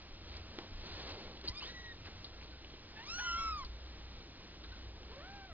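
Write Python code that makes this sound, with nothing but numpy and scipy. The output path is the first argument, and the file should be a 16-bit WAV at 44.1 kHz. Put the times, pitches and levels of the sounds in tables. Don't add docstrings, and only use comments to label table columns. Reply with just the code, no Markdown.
import sys
import numpy as np
from scipy import signal
from scipy.fft import rfft, irfft, next_fast_len
from scipy.io import wavfile
from scipy.ndimage import uniform_filter1d

SR = 44100
rng = np.random.default_rng(int(sys.argv[2]) if len(sys.argv) > 2 else 0)


def volts_from_db(level):
    exponent = np.asarray(level, float) / 20
    return 10 ** exponent


def unload_wav(signal):
    wavfile.write(
        sys.argv[1],
        SR,
        np.round(np.clip(np.atleast_2d(signal).T, -1, 1) * 32767).astype(np.int16),
    )


N = 243851
LOW_RATE_HZ = 12000

# frequency in Hz, level in dB per Hz.
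HISS_TOP = [(5200, -29), (5500, -32), (5700, -36), (5860, -40), (5990, -43)]


def rms_one(x):
    return x / np.sqrt(np.mean(x ** 2) + 1e-20)


def in_time(rows, fade=0.008):
    s, *columns = np.transpose(rows)
    t = np.arange(N) / SR
    gate = np.clip(np.minimum(t - s[0], s[-1] - t) / fade + 0.5, 0, 1)
    return gate, [np.interp(t, s, column) for column in columns]


def swell(s, rise_s, fall_s):
    t = np.arange(N) / SR - s
    quarter = np.clip(np.where(t < 0, t / rise_s, t / fall_s), -1, 1)
    return np.cos(np.pi / 2 * quarter) ** 2


def drift(rate, size=N):
    r = np.exp(-2 * np.pi * rate / SR)
    lead_in = SR // 2
    noise = rng.standard_normal(size + lead_in)
    return rms_one(signal.lfilter([1], [1, -2 * r, r * r], noise)[lead_in:])


def coloured(x, points, lag=0):
    size = next_fast_len(N + 4096)
    hz = np.arange(size // 2 + 1) * SR / size
    points = np.array(points)
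    gain = volts_from_db(np.interp(np.log(hz + 1), np.log(points[:, 0]), points[:, 1]))
    delay = np.exp(-2j * np.pi * hz * lag / SR)
    return irfft(rfft(x, size) * gain * delay, size)[..., :N]


def resonance(x, hz, width_hz):
    r = np.exp(-np.pi * width_hz / SR)
    poles = [1, -2 * r * np.cos(2 * np.pi * hz / SR), r * r]
    return signal.lfilter([(1 - r * r) / 2, 0, (r * r - 1) / 2], poles, x)


def hiss():
    # frequency in Hz, level in dB per Hz.
    floor_colour = [(59, -32.5), (100, -17.5), (135, -3), (329, -7), (408, -8.5), (703, -12), (2060, -16),
                    (2430, -15.5), (4130, -18), (5200, -30.5), (6760, -60), (11400, -120)]
    floor = rms_one(coloured(rng.standard_normal(N), list(floor_colour[:-3]) + list(HISS_TOP)))
    return volts_from_db(-58 + 0.8 * drift(2.4)) * floor


def steady(x):
    return x / np.sqrt(uniform_filter1d(x ** 2, size=8000) + 1e-20)


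def rumble():
    # time in seconds, level in dB.
    traffic = [(0.0, -62.5), (0.44, -51), (0.63, -73), (0.72, -59), (1.08, -54), (1.15, -67), (1.52, -51.5),
               (1.59, -65), (1.63, -55), (2.11, -64.5), (2.45, -53), (2.94, -64), (3.48, -48.5),
               (3.99, -49.5), (4.43, -65), (4.7, -49.5), (5.5, -61.5), (5.53, -49.5)]
    # peak in seconds, length in seconds, thud in dB, boom in dB.
    bumps = [(0.138, 0.12, -56, -79), (0.352, 0.42, -78, -54), (0.758, 0.23, -48.5, -52.5),
             (0.919, 0.12, -52.5, -53.5), (1.128, 0.1, -61, -56.5), (1.269, 0.097, -56, -60.5),
             (1.502, 0.042, -44.5, -50.5), (2.063, 0.62, -70.5, -58.5), (2.373, 0.17, -70, -70),
             (3.41, 0.26, -56, -63.5), (3.685, .3, -53.5, -76.5), (4.1, 0.36, -61, -70.5),
             (4.885, 0.63, -66, -62.5), (5.52, 0.09, -66, -60.5)]
    thud_floor_db, boom_floor_db = -62, -63
    drone_hz, boom_hz = 56.4, 83.1

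    _, (drone_db,) = in_time(traffic)
    humps = np.array([swell(s, length / 2, length / 2) for s, length, *_ in bumps])
    bump_gains = volts_from_db(np.array(bumps)[:, 2:].T) @ humps
    thud_gain, boom_gain = bump_gains + volts_from_db([[thud_floor_db], [boom_floor_db]])

    white = rng.standard_normal((3, N + SR))
    slow_band = signal.butter(2, [14, 31], "band", fs=SR, output="sos")
    thud = signal.sosfilt(slow_band, white[0])[SR:]
    drone = resonance(resonance(white[1], drone_hz, 5), drone_hz, 8)[SR:]
    boom = resonance(resonance(white[2], boom_hz, 37), boom_hz, 21)[SR:]
    return thud_gain * steady(thud) + volts_from_db(drone_db) * steady(drone) + boom_gain * steady(boom)


def shelf_hum():
    # frequency in Hz, width in Hz, level in dB.
    hz, width_hz, hum_db = (324, 25, -70)
    return rms_one(resonance(rng.standard_normal(N), hz, width_hz)) * volts_from_db(hum_db + 2 * drift(9.1))


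def rustle():
    # peak in seconds, rise in seconds, fall in seconds, fibres in dB, drag in dB.
    strokes = [(.345, 0.16, .1, -60, -61.5), (0.601, 0.16, .12, -64, -57), (0.962, 0.28, 0.18, -54, -54),
               (1.09, 0.043, 0.093, -58.5, -66), (1.21, 0.29, 0.31, -58.5, -52.5),
               (1.456, 0.029, 0.059, -55, -55), (1.651, 0.088, 0.12, -55, -60.5),
               (2.07, 0.046, 0.03, -60.5, -62), (2.43, 0.052, .06, -62.5, -60),
               (4.72, 0.13, 0.38, -69, -74.5), (4.96, 0.17, 0.19, -84, -64), (5.125, 0.06, 0.08, -64, -65)]
    # frequency in Hz, level in dB per Hz.
    fibre_colour = [(530, -20.5), (900, -6.5), (1200, -2.5), (1340, 3.5), (1460, 4), (4420, 3), (5600, -35),
                    (7280, -51.5), (12300, -120)]
    # frequency in Hz, level in dB per Hz.
    drag_colour = [(71, -46), (120, -1), (290, -3), (330, 3), (464, -1.5), (1100, -8.5), (1430, -30.5),
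                   (2420, -120)]

    snaps_per_s = 900 * volts_from_db(3 * drift(20))
    snap_size = volts_from_db(1.9 * np.minimum(rng.exponential(1, N), 4))
    snaps = (rng.random(N) < snaps_per_s / SR) * snap_size * rng.choice([-1, 1], N)
    friction = 0.33 * rms_one(snaps) + 0.83 * rng.standard_normal(N)
    fibre_top = [(hz, db + 17) for hz, db in HISS_TOP]
    bright = rms_one(coloured(friction, list(fibre_colour[:-3]) + fibre_top))
    dull = rms_one(coloured(friction, drag_colour))
    out = np.zeros(N)
    for s, rise_s, fall_s, bright_db, dull_db in strokes:
        out += swell(s, rise_s, fall_s) * (volts_from_db(bright_db) * bright + volts_from_db(dull_db) * dull)
    return volts_from_db(0.7 * drift(9.1)) * out


def ticks():
    # start in seconds, peak in dB, centre in Hz.
    claws = [(.297, -49, 4090), (.367, -39.5, 4770), (1.3695, -47, 3120), (1.4757, -30.5, 4340),
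             (1.481, -27.5, 4010), (1.4835, -30.5, 4780), (1.4871, -31, 4500), (1.4908, -30, 5290),
             (2.2438, -34.5, 4100), (2.246, -48.5, 3930), (2.056, -48, 4880), (2.645, -44, 3200),
             (5.031, -51, 3100)]
    # start in seconds, peak in dB, centre in Hz.
    dry_snaps = [(0.341, -45.5, 1800), (0.5882, -32, 3770), (0.5868, -33, 1870), (0.587, -40.5, 1355),
                 (1.413, -36, 3540), (1.441, -41.5, 3530), (1.86, -42.5, 2620), (2.057, -41, 1770),
                 (2.646, -47, 1800), (4.64, -50.5, 1000), (2.084, -56, 1200), (2.386, -48, 2150),
                 (2.413, -44.5, 2280), (2.427, -49, 2500)]
    # start in seconds, peak in dB, centre in Hz.
    scuffs = [(.588, -48, 820), (1.619, -44, 1000), (2.069, -49, 1670), (2.257, -46, 4240),
              (2.474, -48, 4150), (2.505, -48.5, 4280), (2.7, -47, 3470), (4.72, -48.5, 3820),
              (4.77, -49.5, 3810), (2.738, -47.5, 3200), (1.484, -48.5, 190), (3.185, -55, 3360),
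              (3.633, -48, 1270), (3.647, -38.5, 4430), (4.6377, -43, 3780), (4.642, -50, 1580)]
    # width as a share of the centre, decay by 60 dB in seconds.
    kinds = [
        (0.21, 0.038),
        (0.89, .008),
        (.4, .08),
    ]
    # start in seconds, peak in dB.
    thumps = [(0.276, -47), (.34, -51), (0.5859, -35), (1.4448, -42), (1.483, -57), (1.4919, -49),
              (2.058, -53), (2.085, -43), (2.649, -48), (2.738, -45.5), (2.768, -64), (4.643, -53)]
    # frequency in Hz, gain in dB.
    contact_colour = [(2500, 0), (4500, -8), (5200, -18), (5900, -32)]
    thump_hz, thump_t60_s = 340, 0.03

    size = 4400
    out, t = np.zeros(N), np.arange(size) / SR
    for rows, (share, t60_s) in zip([claws, dry_snaps, scuffs], kinds):
        for s, peak_db, hz in rows:
            puff = rng.standard_normal(size) * volts_from_db(-60 * t / max(t60_s, 0.002))
            band = resonance(resonance(puff, hz, share * hz), hz, share * hz)
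            out[round(s * SR):][:size] += volts_from_db(peak_db) * band / np.abs(band).max()
    for s, peak_db in thumps:
        decay = volts_from_db(peak_db - 60 * t / thump_t60_s)
        out[round(s * SR):][:size] += decay * np.sin(2 * np.pi * thump_hz * t)
    return coloured(out, contact_colour)


def room(x):
    t60_s = 0.18
    t = np.arange(round(0.4 * SR)) / SR
    tail = rng.standard_normal(len(t)) * volts_from_db(-60 * t / t60_s) * (t > 0.004)
    return signal.fftconvolve(x, tail / np.sqrt(np.sum(tail ** 2)))[:N]


def mew(rows, throat_db, hoarse, closing_db=0):
    throat_hz = [1600, 2300, 3000, 3500, 4200, 5500]
    # frequency in Hz, level in dB.
    breath_colour = [(1200, -37), (2300, -0.5), (3200, 7), (4500, -7.5), (5600, -25)]
    overtone_slope_db = -5.5
    fifth_db = -8.5
    breath_db = -14

    gate, curves = in_time(rows)
    start = round(rows[0][0] * SR)
    span = slice(start - 1000, start + 33000)
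    pitch, voice_db, opening_db = (curve[span] for curve in curves)
    size = len(pitch)
    t = np.arange(size) / SR

    def shake(rate):
        return drift(rate, size=34000)[:size]

    onset, settled, settle_s = hoarse
    rough = settled + (onset - settled) * np.exp(-(t / settle_s) ** 2)
    jitter = 0.003 * shake(40) + 0.032 * rough * shake(150)
    phase = 2 * np.pi * np.cumsum(pitch * (1 + jitter)) / SR

    progress = np.minimum(t / (rows[-1][0] - rows[0][0]), 1)
    slope_db = overtone_slope_db + closing_db * progress ** 5
    levels_db = [voice_db]
    for k in range(4):
        throat = np.interp(np.log((k + 2) * pitch), np.log(throat_hz), throat_db)
        levels_db.append(voice_db + opening_db + slope_db * k + fifth_db * (k == 3) + throat)

    breath = rms_one(coloured(rng.standard_normal(N), breath_colour))[span]
    voice = volts_from_db(breath_db + (levels_db[1] + levels_db[2]) / 2) * (0.5 + 2.7 * rough) * breath
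    for k, level_db in enumerate(levels_db, 1):
        flutter = volts_from_db((1 + 7 * rough) * np.tanh(shake(35)) - 3 * rough)
        flutter += (0.5 * rough + 0.04 * k) * shake(300)
        audible = uniform_filter1d(1.0 * (k * pitch < LOW_RATE_HZ / 2), size=200)
        voice += np.sqrt(2) * volts_from_db(level_db) * flutter * audible * np.sin(k * phase)
    gate[span] *= voice
    return gate


def calls():
    # time in seconds, pitch in Hz, fundamental in dB, mouth opening as overtones over it in dB.
    chirrup = [(1.49, 1000, -56, -4), (1.52, 1020, -62, -4), (1.535, 1120, -63, -8), (1.55, 1180, -63, 0),
               (1.568, 1215, -61, 2), (1.588, 1218, -66, 7), (1.6, 1222, -73, 13)]
    squeal = [(1.604, 1286, -67.5, 12.5), (1.632, 1490, -67.5, 17.5), (1.647, 1602, -64.5, 4.5),
              (1.66, 1780, -70, 14.5), (1.692, 1913, -56.5, 0.5), (1.749, 1960, -52, -8.5),
              (1.878, 1904, -54.5, -7), (1.916, 1874, -49.5, -11), (1.931, 1824, -57, 6.5)]
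    long_mew = [(2.962, 852.4, -62, 5.5), (3.025, 950, -57, 0), (3.099, 1297, -51, 0.5),
                (3.165, 1457, -46.5, -11), (3.252, 1436, -42, -20), (3.274, 1389, -39, -19.5),
                (3.499, 1306, -40, -17), (3.58, 1187, -43.5, -18), (3.641, 995, -51, -9)]
    answer = [(3.181, 791, -52.5, -1), (3.199, 834.3, -54, 3.5), (3.209, 1015, -53, -7.5),
              (3.258, 1007, -54, -2), (3.335, 995, -64, 2.5), (3.393, 1097, -51.5, -0.5),
              (3.464, 1120, -51.5, -5), (3.494, 1053, -54.5, -5.5), (3.519, 1173, -65, -3)]
    low_mew = [(5.085, 320, -64, -6), (5.125, 500, -55, -10), (5.168, 540, -55, -8), (5.21, 593, -57, -1),
               (5.24, 712, -61, 2), (5.281, 773, -58, 0), (5.345, 807, -59, -3), (5.475, 757, -59, -1),
               (5.529, 620, -61, 2)]
    throats = [
        (0, -1, 0, 6, 2, 2),
        (0, 0, 2, -2, -5, -18),
        (0, 0, 0, 0, 2, 5),
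        (5, -2, 12, 2, 0, -20),
        (0, -2.5, -6, -22, -30, -40),
    ]
    # roughness 0-1 at the start, once settled, settling in seconds.
    hoarseness = [
        (.7, .3, .06),
        (.6, .1, .1),
        (.75, .07, .14),
        (.7, .4, .03),
        (.7, .15, .15),
    ]
    closings_db = [4, -11, 2, -30.5, -1]
    # centre in seconds, length in seconds, gain in
    # dB.
    catches = [(1.519, 0.026, 2.5), (1.728, 0.05, -10.5), (1.831, 0.025, -10), (3.055, 0.087, -7),
               (5.152, 0.023, -3), (5.476, 0.045, -8.5)]
    # start in seconds, pitch in Hz, level in dB, length in seconds.
    peeps = [
        (4.718, 1510, -61, .065),
        (2.522, 1555, -62, .04),
    ]
    sag, fade_db, opening_db, peep_rough = 0.05, -10.5, -21.5, 0.71

    full = sum(map(mew, [chirrup, squeal, long_mew, answer, low_mew], throats, hoarseness, closings_db))
    catches_db = sum(gain_db * swell(s, length / 2, length / 2) for s, length, gain_db in catches)
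    out = volts_from_db(catches_db) * full
    for s, hz, db, length in peeps:
        glide = [(s, hz, db, opening_db), (s + length, hz * (1 - sag), db + fade_db, opening_db)]
        out += mew(glide, throats[-1], (peep_rough, peep_rough, 1))
    return out


def scene():
    near = calls() + ticks()
    reverberant = volts_from_db(-14) * room(near)
    mono = near + reverberant + rustle() + rumble() + shelf_hum() + hiss()
    return np.array([mono, mono])


def roll_off(x):
    return signal.sosfilt(signal.butter(12, 7330, fs=SR, output="sos"), x)


def record(dry):
    # frequency in Hz, gain in dB.
    treble_lift = [(300, 0), (1500, .7), (2500, 2), (3500, 4.3), (4500, 8.3), (5200, 13), (5600, 16),
                   (5950, 16)]
    # frequency in Hz, gain in dB.
    image = [(6000, 0), (6150, -3), (6320, -7), (6500, -11), (6830, -17), (7200, -26), (7400, -36),
             (7600, -48)]
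    # frequency in Hz, gain in dB.
    side_kept = [(30, -17.5), (80, -12.5), (170, -5.5), (300, 0)]

    own = volts_from_db(-36.5) * np.array([hiss(), hiss()])
    taken = coloured(dry + coloured(own, [(400, -6.5), (1500, -21.5)]), treble_lift)
    taken = coloured(taken, [(LOW_RATE_HZ / 2 - 10, 0), (LOW_RATE_HZ / 2, -90)])
    mirror = 2 * taken * np.cos(2 * np.pi * LOW_RATE_HZ * np.arange(N) / SR)
    left, right = taken + coloured(mirror, list(image) + [(9000, -120)])
    left = coloured(left, [(20, 0), (20000, 0)], lag=SR / LOW_RATE_HZ)
    mid, side = (left + right) / 2, coloured((left - right) / 2, side_kept)

    top = coloured(mid, [(5600, -60), (5750, 0)])
    top_db = 10 * np.log10(uniform_filter1d(top ** 2, size=1024) + 1e-20)
    strong = 0.3 * (top_db - np.median(top_db)) + 3 * drift(14) > 0
    kept = uniform_filter1d(1.0 * strong, size=500)
    mid = mid - 0.97 * (1 - kept) * top
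    return roll_off(np.array([mid + side, mid - side]))


dry = scene()
out = record(dry)
unload_wav(out)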